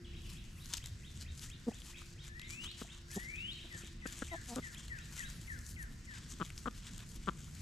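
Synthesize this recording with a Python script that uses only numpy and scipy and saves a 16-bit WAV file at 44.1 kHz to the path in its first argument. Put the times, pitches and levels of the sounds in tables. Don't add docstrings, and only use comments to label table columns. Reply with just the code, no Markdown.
import sys
import numpy as np
from scipy import signal
from scipy.io import wavfile

SR = 44100
rng = np.random.default_rng(int(sys.argv[2]) if len(sys.argv) > 2 else 0)


def unload_audio(sound):
    columns = np.transpose(np.atleast_2d(sound))
    steps = np.round(np.clip(columns, -1, 1) * 32767)
    wavfile.write(sys.argv[1], SR, steps.astype(np.int16))


def invert_db(level):
    return 10 ** (np.asarray(level, dtype=float) / 20)


N = 335601


def in_time(rows, t):
    s, *columns = np.transpose(rows)
    return [np.interp(t, s, c) for c in columns]


def at_hz(points, hz):
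    point_hz, value = np.transpose(points)
    return np.interp(np.log(hz), np.log(point_hz), value)


def rms_one(x):
    return x / np.sqrt(np.mean(x ** 2) + 1e-20)


def add(track, s, sound):
    i = max(round(s * SR), 0)
    track[i:i + len(sound)] += sound[:N - i]


def drift(rate, count=N):
    points = rng.standard_normal(2000)
    return 1.22 * np.interp(np.arange(count) / SR * 2 * rate, np.arange(2000), points)


def resonance(x, hz, width_hz):
    r = np.exp(-np.pi * width_hz / SR)
    feed = np.array([1, 0, -1]) * (1 - r * r) / 2
    return signal.lfilter(feed, [1, -2 * r * np.cos(2 * np.pi * hz / SR), r * r], x)


def bands(low_hz):
    edges = np.geomspace(low_hz, 17000, round(2 * np.log2(17000 / low_hz)) + 1)
    return [(np.sqrt(a * b), signal.butter(2, [a, b], "band", fs=SR, output="sos"))
            for a, b in zip(edges, edges[1:])]


# f/Hz, width/Hz, level/dB
BEAK_PEAKS = [(2640, 410, -14.5), (3150, 490, -7), (7440, 527, -7.5)]


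def cluck(length, pitch_hz, chest_db, beak_db, throat_hz, rough, open_db, sag, onset, droop):
    t = np.arange(-.003 * SR, (length + .03) * SR) / SR
    edges = np.clip((t + .003) / .002, 0, 1) * np.clip((length + .003 - t) / .002, 0, 1)
    effort = np.sin(np.pi * np.clip(t / length, 0, 1) ** 1.6)
    early, strength = rng.standard_normal((2, 40))

    turns = pitch_hz * (t * (1 - sag * t) - droop * np.cumsum(effort - .6) / SR)
    turns = turns + rough * 0.13 * np.interp(turns, np.arange(40), early * (np.arange(40) > 0))
    uneven = invert_db(rough * 4.3 * np.interp(turns, np.arange(40), strength))
    swell = edges * (onset + (1 - onset) * effort) * uneven

    dip = -swell * np.exp(2.5 * (np.cos(2 * np.pi * (turns - pitch_hz * .0011)) - 1))
    chest = signal.sosfilt(signal.butter(2, [120, 760], "band", fs=SR, output="sos"), dip)

    sharp = swell * np.exp(60000 / pitch_hz * (np.cos(2 * np.pi * turns) - 1))
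    throat = resonance(sharp, throat_hz, .5 * throat_hz)
    throat = resonance(throat, throat_hz, 0.27 * throat_hz)
    wide = sharp * (0.11 + 0.48 * effort)
    beak = throat + sum(invert_db(db + open_db) * resonance(wide, hz, w) for hz, w, db in BEAK_PEAKS)
    return invert_db(chest_db) * chest / np.abs(chest).max() + invert_db(beak_db) * beak / np.abs(beak).max()


def hens(calls, throat_hz, rough, open_db, sag=0, onset=0.72, droop=0):
    out = np.zeros(N)
    for s, *voice in calls:
        add(out, s - .003, cluck(*voice, throat_hz, rough, open_db, sag, onset, droop))
    return out


# t/s of first pulse, length/s, f/Hz, chest level/dB, beak level/dB
ROUGH_CLUCKS = [
    (2.015, 0.0028, 251, -58, -47.5),
    (2.636, 0.04, 197, -60, -54),
    (2.8155, 0.006, 224, -37, -41.5),
    (4.5635, 0.031, 253, -32, -39),
    (7.477, 0.0034, 242, -74, -56),
]
# t/s, length/s, f/Hz, chest level/dB, beak level/dB
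SHARP_CLUCKS = [
    (4.0562, 0.00628, 249, -34.5, -34),
    (4.2215, 0.0067, 240, -32.5, -32.5),
]
# t/s, length/s, f/Hz, chest level/dB, beak level/dB
NEAR_CLUCKS = [
    (6.3995, 0.03, 225.4, -32.5, -29),
    (6.658, 0.0044, 230, -37.5, -31),
    (6.6672, 0.018, 279.7, -32, -31.5),
    (7.2737, 0.023, 224.4, -30.5, -24.5),
]


def left_hens():
    rough = hens(ROUGH_CLUCKS, 1235, rough=.6, open_db=0)
    sharp = hens(SHARP_CLUCKS, 1480, rough=.6, open_db=0)
    near = hens(NEAR_CLUCKS, 1228, rough=.3, open_db=0, sag=6.3, onset=.42)
    return rough + sharp + near


# t/s, length/s, f/Hz, chest level/dB, beak level/dB
MUTTERS = [
    (1.6685, 0.025, 243.2, -25.5, -38),
    (1.713, 0.0046, 281, -58, -48),
    (2.843, .008, 235, -58, -52.5),
    (3.1595, 0.021, 204.6, -30.5, -43),
    (3.73, 0.037, 188.3, -45, -61),
    (3.83, 0.013, 197, -46.5, -63),
]
# t/s, length/s, f/Hz, chest level/dB, beak level/dB
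COOS = [
    (3.64, 0.018, 334, -52, -56),
    (4.316, 0.041, 334.6, -43, -36.5),
    (4.485, 0.064, 238.6, -42, -44),
]


def front_hen():
    mutters = hens(MUTTERS, 700, rough=.55, open_db=-20, sag=1.5, onset=.36)
    return mutters + hens(COOS, 740, rough=.1, open_db=-12, onset=.33, droop=.055)


# t/s of climax, level/dB, build-up/s, dying/s, dryness/dB; both spans cover 20 dB
RAKES = [(.3, -49.5, 0.12, .17, 3.5), (.72, -49.5, 0.22, .06, 9), (1.19, -56.5, .6, 0.097, 0),
         (1.44, -46.5, 0.14, 0.083, 3), (1.91, -50.5, 0.53, 0.043, 0), (2.02, -56, 0.057, 0.34, 2),
         (2.5, -50.5, 0.048, 0.21, 0), (2.94, -53.5, .15, .13, -7.5), (3.11, -49.5, 0.022, 0.43, 3),
         (3.88, -52.5, 1, 0.075, -2), (4.07, -46.5, 0.021, 0.56, 3.5), (4.19, -55, 0.25, .25, -20),
         (4.49, -48.5, 0.11, .3, -0.5), (4.81, -53.5, .7, 0.46, -1), (5.16, -49, 0.22, .9, 3),
         (5.7, -50.5, 0.17, 0.072, 9), (6.15, -51, .125, 0.34, -6.5), (6.48, -51, 0.31, 0.098, 0.5),
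         (6.62, -55, 0.074, .42, -1), (6.83, -55, 0.074, 1, -12), (7.0, -50.5, 0.43, 0.054, -1),
         (7.28, -53.5, 0.23, .07, -7), (7.61, -52, 0.57, .3, 0.5)]
# t/s, level/dB, dryness/dB
KICKS = [(.74, -40, -5.5), (.87, -53.5, 2), (1.228, -47, -0.5), (2.01, -52, 1), (2.272, -50, -4.5),
         (2.39, -58, 1), (2.65, -47.5, -3), (2.818, -42.5, -1), (3.16, -44, 7), (4.56, -45, 1),
         (5.189, -43.5, 1), (5.83, -54, 11), (6.321, -45.5, 2), (6.59, -51.5, 5), (7.1, -49.5, 9),
         (7.16, -49.5, 7)]
KICK_RISE_S, KICK_FALL_S = 0.072, 0.03
LITTER_DB = -69


def strokes():
    rows = RAKES + [(s, db, KICK_RISE_S, KICK_FALL_S, dry) for s, db, dry in KICKS]
    s, db, rise, fall, dry = np.transpose(rows)[:, :, None]
    t = np.arange(0, N / SR + .002, .002)
    power = invert_db(2 * db - 2 * 20 * np.where(t < s, (s - t) / rise, (t - s) / fall))
    total = power.sum(axis=0) + invert_db(2 * LITTER_DB)
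    dryness = (power * dry).sum(axis=0) / total
    return in_time(np.transpose([t, 10 * np.log10(total), dryness]), np.arange(N) / SR)


def crackle(per_s, spread_db):
    size = invert_db(spread_db * np.minimum(rng.exponential(1, N), 5)) * rng.choice([-1, 1], N)
    return rms_one(size * (rng.random(N) < per_s / SR))


# f/Hz, level/dB per Hz
LEAF_COLOUR = [(500, -18), (800, -17), (1200, -6), (2500, -5.5), (4000, 0), (5500, 4.5), (7200, 5),
               (9200, -25), (12000, -40), (15500, -34)]


def scratching():
    level_db, dry_db = strokes()
    fine_db = -14 + 0.74 * dry_db
    coarse_db = -0.35 - 0.58 * dry_db
    broad, clumps = crackle(1500, spread_db=5.8), 2.2 * drift(30)
    own, out = [crackle(4000, spread_db=3.0) for k in range(2)], 0
    for k, (hz, sos) in enumerate(bands(632.0)):
        tilt_db = (fine_db + 37.5) * (hz > 9000) + (coarse_db + 6.5) * (hz < 3500)
        gain = invert_db(at_hz(LEAF_COLOUR, hz) + tilt_db + clumps + 1.8 * drift(14))
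        out = out + gain * signal.sosfilt(sos, 0.72 * broad + 0.68 * own[k % 2])
    return invert_db(level_db - 4.0) * rms_one(out)


# t/s, peak level/dB, f/Hz
LEAF_SNAPS = [(0.6579, -36, 5600), (0.7366, -20.5, 6300), (0.7694, -29, 6500), (0.773, -31, 6800),
              (0.7766, -32.5, 6650), (0.8589, -30.5, 6530), (1.394, -36.5, 4970), (1.4267, -43, 5470),
              (1.8042, -48, 6900), (2.6402, -35, 4620), (3.1075, -43, 6260), (3.1143, -36, 6900),
              (3.15, -37.5, 6740), (4.0736, -32.5, 6800), (4.1246, -33.5, 7190), (4.1904, -35, 7290),
              (4.4907, -38.5, 5860), (4.559, -29, 6760), (5.1933, -31, 7240), (5.5897, -39.5, 6840),
              (5.665, -37, 7670), (5.691, -38, 7190), (5.8272, -38, 7300), (6.3038, -40, 7050),
              (6.5027, -35, 2390), (6.578, -32, 5400), (6.9794, -36, 6330), (7.0903, -39.5, 7500),
              (4.9874, -39, 6500), (2.5052, -33.5, 5000)]
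# t/s, peak level/dB
TWIG_SNAPS = [(0.7405, -26.5), (0.7804, -32.5), (0.841, -37.5), (1.8186, -39.5), (2.0156, -44),
              (2.2482, -46), (2.3957, -36), (2.4162, -38), (2.6442, -32.5), (2.7147, -34.5), (3.878, -44),
              (4.8815, -37), (6.71, -45), (6.868, -38.5), (7.23, -49)]
TWIG_HZ, TWIG_SPREAD = 3400, 0.056


def snaps():
    out, t = np.zeros(N), np.arange(400) / SR
    twigs = [(s, db, TWIG_HZ * (1 + TWIG_SPREAD * rng.standard_normal())) for s, db in TWIG_SNAPS]
    rows = LEAF_SNAPS + twigs
    soften = signal.butter(1, 8000, fs=SR, output="sos")
    for (s, db, hz), noise in zip(rows, rng.standard_normal((len(rows), 400))):
        burst = noise * t * np.exp(-t / .0008)
        crack = .3 * resonance(burst, 6800, 3000) + .11 * resonance(burst, 12000, 5000)
        crack = crack + .15 * resonance(burst, 2500, 3000)
        snap = signal.sosfilt(soften, resonance(burst, hz, .3 * hz) + crack)
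        add(out, s - .0004, invert_db(db - 2.5) * snap / np.abs(snap).max())
    return out


def whistle(rows):
    t = np.arange(rows[0][0], rows[-1][0], 1 / SR)
    hz, db = in_time(rows, t)
    fade = np.clip(np.minimum(t - t[0], t[-1] - t) / 0.00059, 0, 1)
    level = np.sqrt(2) * fade * invert_db(db + 2.8 * drift(80, count=len(t)))
    turns = np.cumsum(hz + 30 * drift(60, count=len(t))) / SR
    return level * np.sin(2 * np.pi * turns)


def song(note, times, spread):
    out = np.zeros(N)
    for s, db in times:
        varied = np.array(note) * [1, 1 + spread * rng.standard_normal(), 1]
        add(out, s + note[0][0], invert_db(db) * whistle(varied))
    return out


# t/s after start, f/Hz, level/dB
CHIRP = [(-.01, 1700, -20), (.005, 2000, -7), (.02, 2700, -3), (.034, 3450, 0), (.046, 3800, -4),
         (.058, 3760, -8), (.075, 3450, -16)]
# t/s, level/dB
CHIRP_TIMES = [(0.124, -59.5), (.34, -61), (0.571, -59.5), (0.801, -58.5), (1.021, -58.5), (1.248, -59.5),
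               (1.486, -57), (1.707, -57.5), (1.93, -56.5), (2.163, -57.5), (2.401, -57.5), (2.636, -58),
               (2.873, -57), (3.102, -59), (3.335, -58.5), (3.573, -57.5), (3.81, -59.5), (4.043, -55.5),
               (4.269, -61), (4.503, -66), (4.738, -58.5), (4.97, -60), (5.21, -55)]
GROUND_ECHO_S = .00156


def chirping_bird():
    chirps = song(CHIRP, CHIRP_TIMES, .02)
    return 0.65 * (chirps + np.roll(chirps, round(GROUND_ECHO_S * SR)))


# t/s before its top, f/Hz, level/dB
SLIDE = [(-.52, 1430, -36), (-.42, 1708, -16), (-.36, 1830, -8.5), (-.22, 2283, -7), (-.11, 2795, -1),
         (-.03, 3266, -1)]
# t/s of the top, level/dB, flick/s
SLIDE_TIMES = [
    (2.72, -54.5, .068),
    (3.54, -50, .042),
]
FLICK_HZ, FLICK_DB = 4350, -6


def slides():
    out = 0
    for s, db, flick in SLIDE_TIMES:
        climb = [row for row in SLIDE if row[0] < -flick]
        knee = (-flick, *in_time(SLIDE, -flick))
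        note = climb + [knee, (0, FLICK_HZ, FLICK_DB), (.01, FLICK_HZ, FLICK_DB - 22)]
        out = out + song(note, [(s, db)], 0)
    return out


# t/s after start, f/Hz, level/dB
FALL = [(-.014, 3900, -22), (-.008, 3095, -15), (0, 2090, -5), (.02, 1930, 2), (.05, 1740, 0),
        (.09, 1512, -10), (.13, 1286, -21)]
# t/s, level/dB
FALL_TIMES = [
    (3.707, -59),
    (4.022, -61.5),
    (4.307, -58),
    (4.624, -58.5),
    (4.899, -57.5),
    (5.183, -56),
    (5.48, -57.5),
    (5.768, -59),
    (6.074, -59.5),
]


def sliding_bird():
    return song(FALL, FALL_TIMES, .01) + slides()


# t/s after start, f/Hz, level/dB
FAR_NOTE = [(0, 3440, -0.5), (.012, 3000, -3.5), (.035, 2500, -13)]
# t/s, level/dB
FAR_TIMES = [
    (.046, -58),
    (0.234, -60),
    (.416, -73),
]


def far_bird():
    return song(FAR_NOTE, FAR_TIMES, .01)


def woods(x, t60, sway=0):
    t = np.arange(round(1.2 * SR)) / SR
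    mid, side = rng.standard_normal((2, len(t))) * invert_db(-60 * t / t60) * np.clip(t / 0.017, 0, 1)
    cloud = np.array([mid + 0.72 * side, mid - 0.56 * side]) / np.sqrt(np.sum(mid ** 2))
    slow = signal.butter(2, 350, fs=SR)
    twigs = rms_one(signal.lfilter(*slow, rng.standard_normal(N)))
    x = x * (np.sqrt(1 - sway) + np.sqrt(sway) * twigs)
    return signal.fftconvolve(x[None], cloud)[:, :N]


# t/s, level/dB
TRAFFIC = [(0.0, -50), (0.51, -54.5), (1.42, -52.5), (1.88, -55.5), (4.49, -54), (5.24, -52.5),
           (6.85, -52.5), (7.5, -51.5), (7.61, -50)]
# f/Hz, level/dB per Hz
AIR_COLOUR = [(12, -34), (20, 2), (54, 3.5), (166, -3), (342, -19.5), (439, -28), (857, -34), (1920, -24.5),
              (3640, -36.5), (4190, -25), (7310, -38), (8880, -62.5), (12100, -73), (14300, -46),
              (15500, -75)]
# f/Hz, likeness/0-1
AIR_LIKENESS = [(30, 0.99), (110, 1), (250, 0.84), (700, 0), (1500, 0.52), (3500, 0.2), (7000, 1),
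                (14000, 0)]


def air():
    rumble_db, = in_time(TRAFFIC, np.arange(N) / SR)
    white, out = rng.standard_normal((2, 2, N)), 0
    for k, (hz, sos) in enumerate(bands(20)):
        mid, side = signal.sosfilt(sos, white[k % 2])
        alike = np.clip(at_hz(AIR_LIKENESS, hz), -1, 1)
        swell_db = (rumble_db - rumble_db.mean()) * (hz < 300)
        flicker_db = (2.0 + 0.76 * (hz < 120)) * drift(6)
        gain = invert_db(at_hz(AIR_COLOUR, hz) + swell_db + flicker_db)
        out = out + gain * (np.sqrt(1 + alike) * mid + np.sqrt(1 - alike) * side * [[1], [-1]])
    return invert_db(-50.0) * rms_one(out)


# t/s, f/Hz, level/dB
MOTOR_HUM = [(0, 348, -62), (.35, 348.5, -68.5), (.6, 340.5, -77), (1.7, 347, -84), (1.85, 346.8, -70.5),
             (4.2, 342.8, -69), (4.5, 343, -78.5), (7.61, 341.6, -94)]


def motor():
    hz, db = in_time(MOTOR_HUM, np.arange(N) / SR)
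    return np.sqrt(2) * invert_db(db + 1.2 * drift(8)) * np.sin(2 * np.pi * np.cumsum(hz) / SR)


def ports(x, left, housing_hz, treble):
    side = left * resonance(x, housing_hz, 2000) + treble * signal.lfilter([1, -1], [1, -.7], x)
    return np.array([x + side, x - side])


def scene():
    left, front = left_hens(), front_hen()
    leaves, far_leaves = scratching() + snaps(), scratching()
    chirper, slider, far = chirping_bird(), sliding_bird(), far_bird()

    flock = ports(left, 0.43, 960, 0.53) + ports(front, 0.25, 920, .01)
    ground = ports(leaves, 0.034, 1900, 0.24)
    ground = ground + invert_db(-5) * resonance(far_leaves, 13700, 6900) * [[1], [-1]]
    birds = ports(slider, 2.43, 900, .01) + ports(chirper + far, 0.1, 1500, .01)

    echoes = invert_db(-2) * woods(slider, .8, sway=.25)
    echoes = echoes + invert_db(0) * woods(chirper, 0.5, sway=.85)
    echoes = echoes + invert_db(7.0) * woods(far, 1.5, sway=0.64)
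    echoes = echoes + invert_db(-14.5) * woods(leaves, 0.29)
    echoes = echoes + invert_db(-27) * woods(left + front, .3)
    return flock + ground + birds + echoes + air() + motor()


def band_limit(x):
    return signal.sosfilt(signal.butter(12, 15700, fs=SR, output="sos"), x)


def record(dry):
    cut = signal.cheby2(10, 60, 15900, fs=SR, output="sos")
    return band_limit(signal.sosfilt(cut, dry))


dry = scene()
out = record(dry)
unload_audio(out)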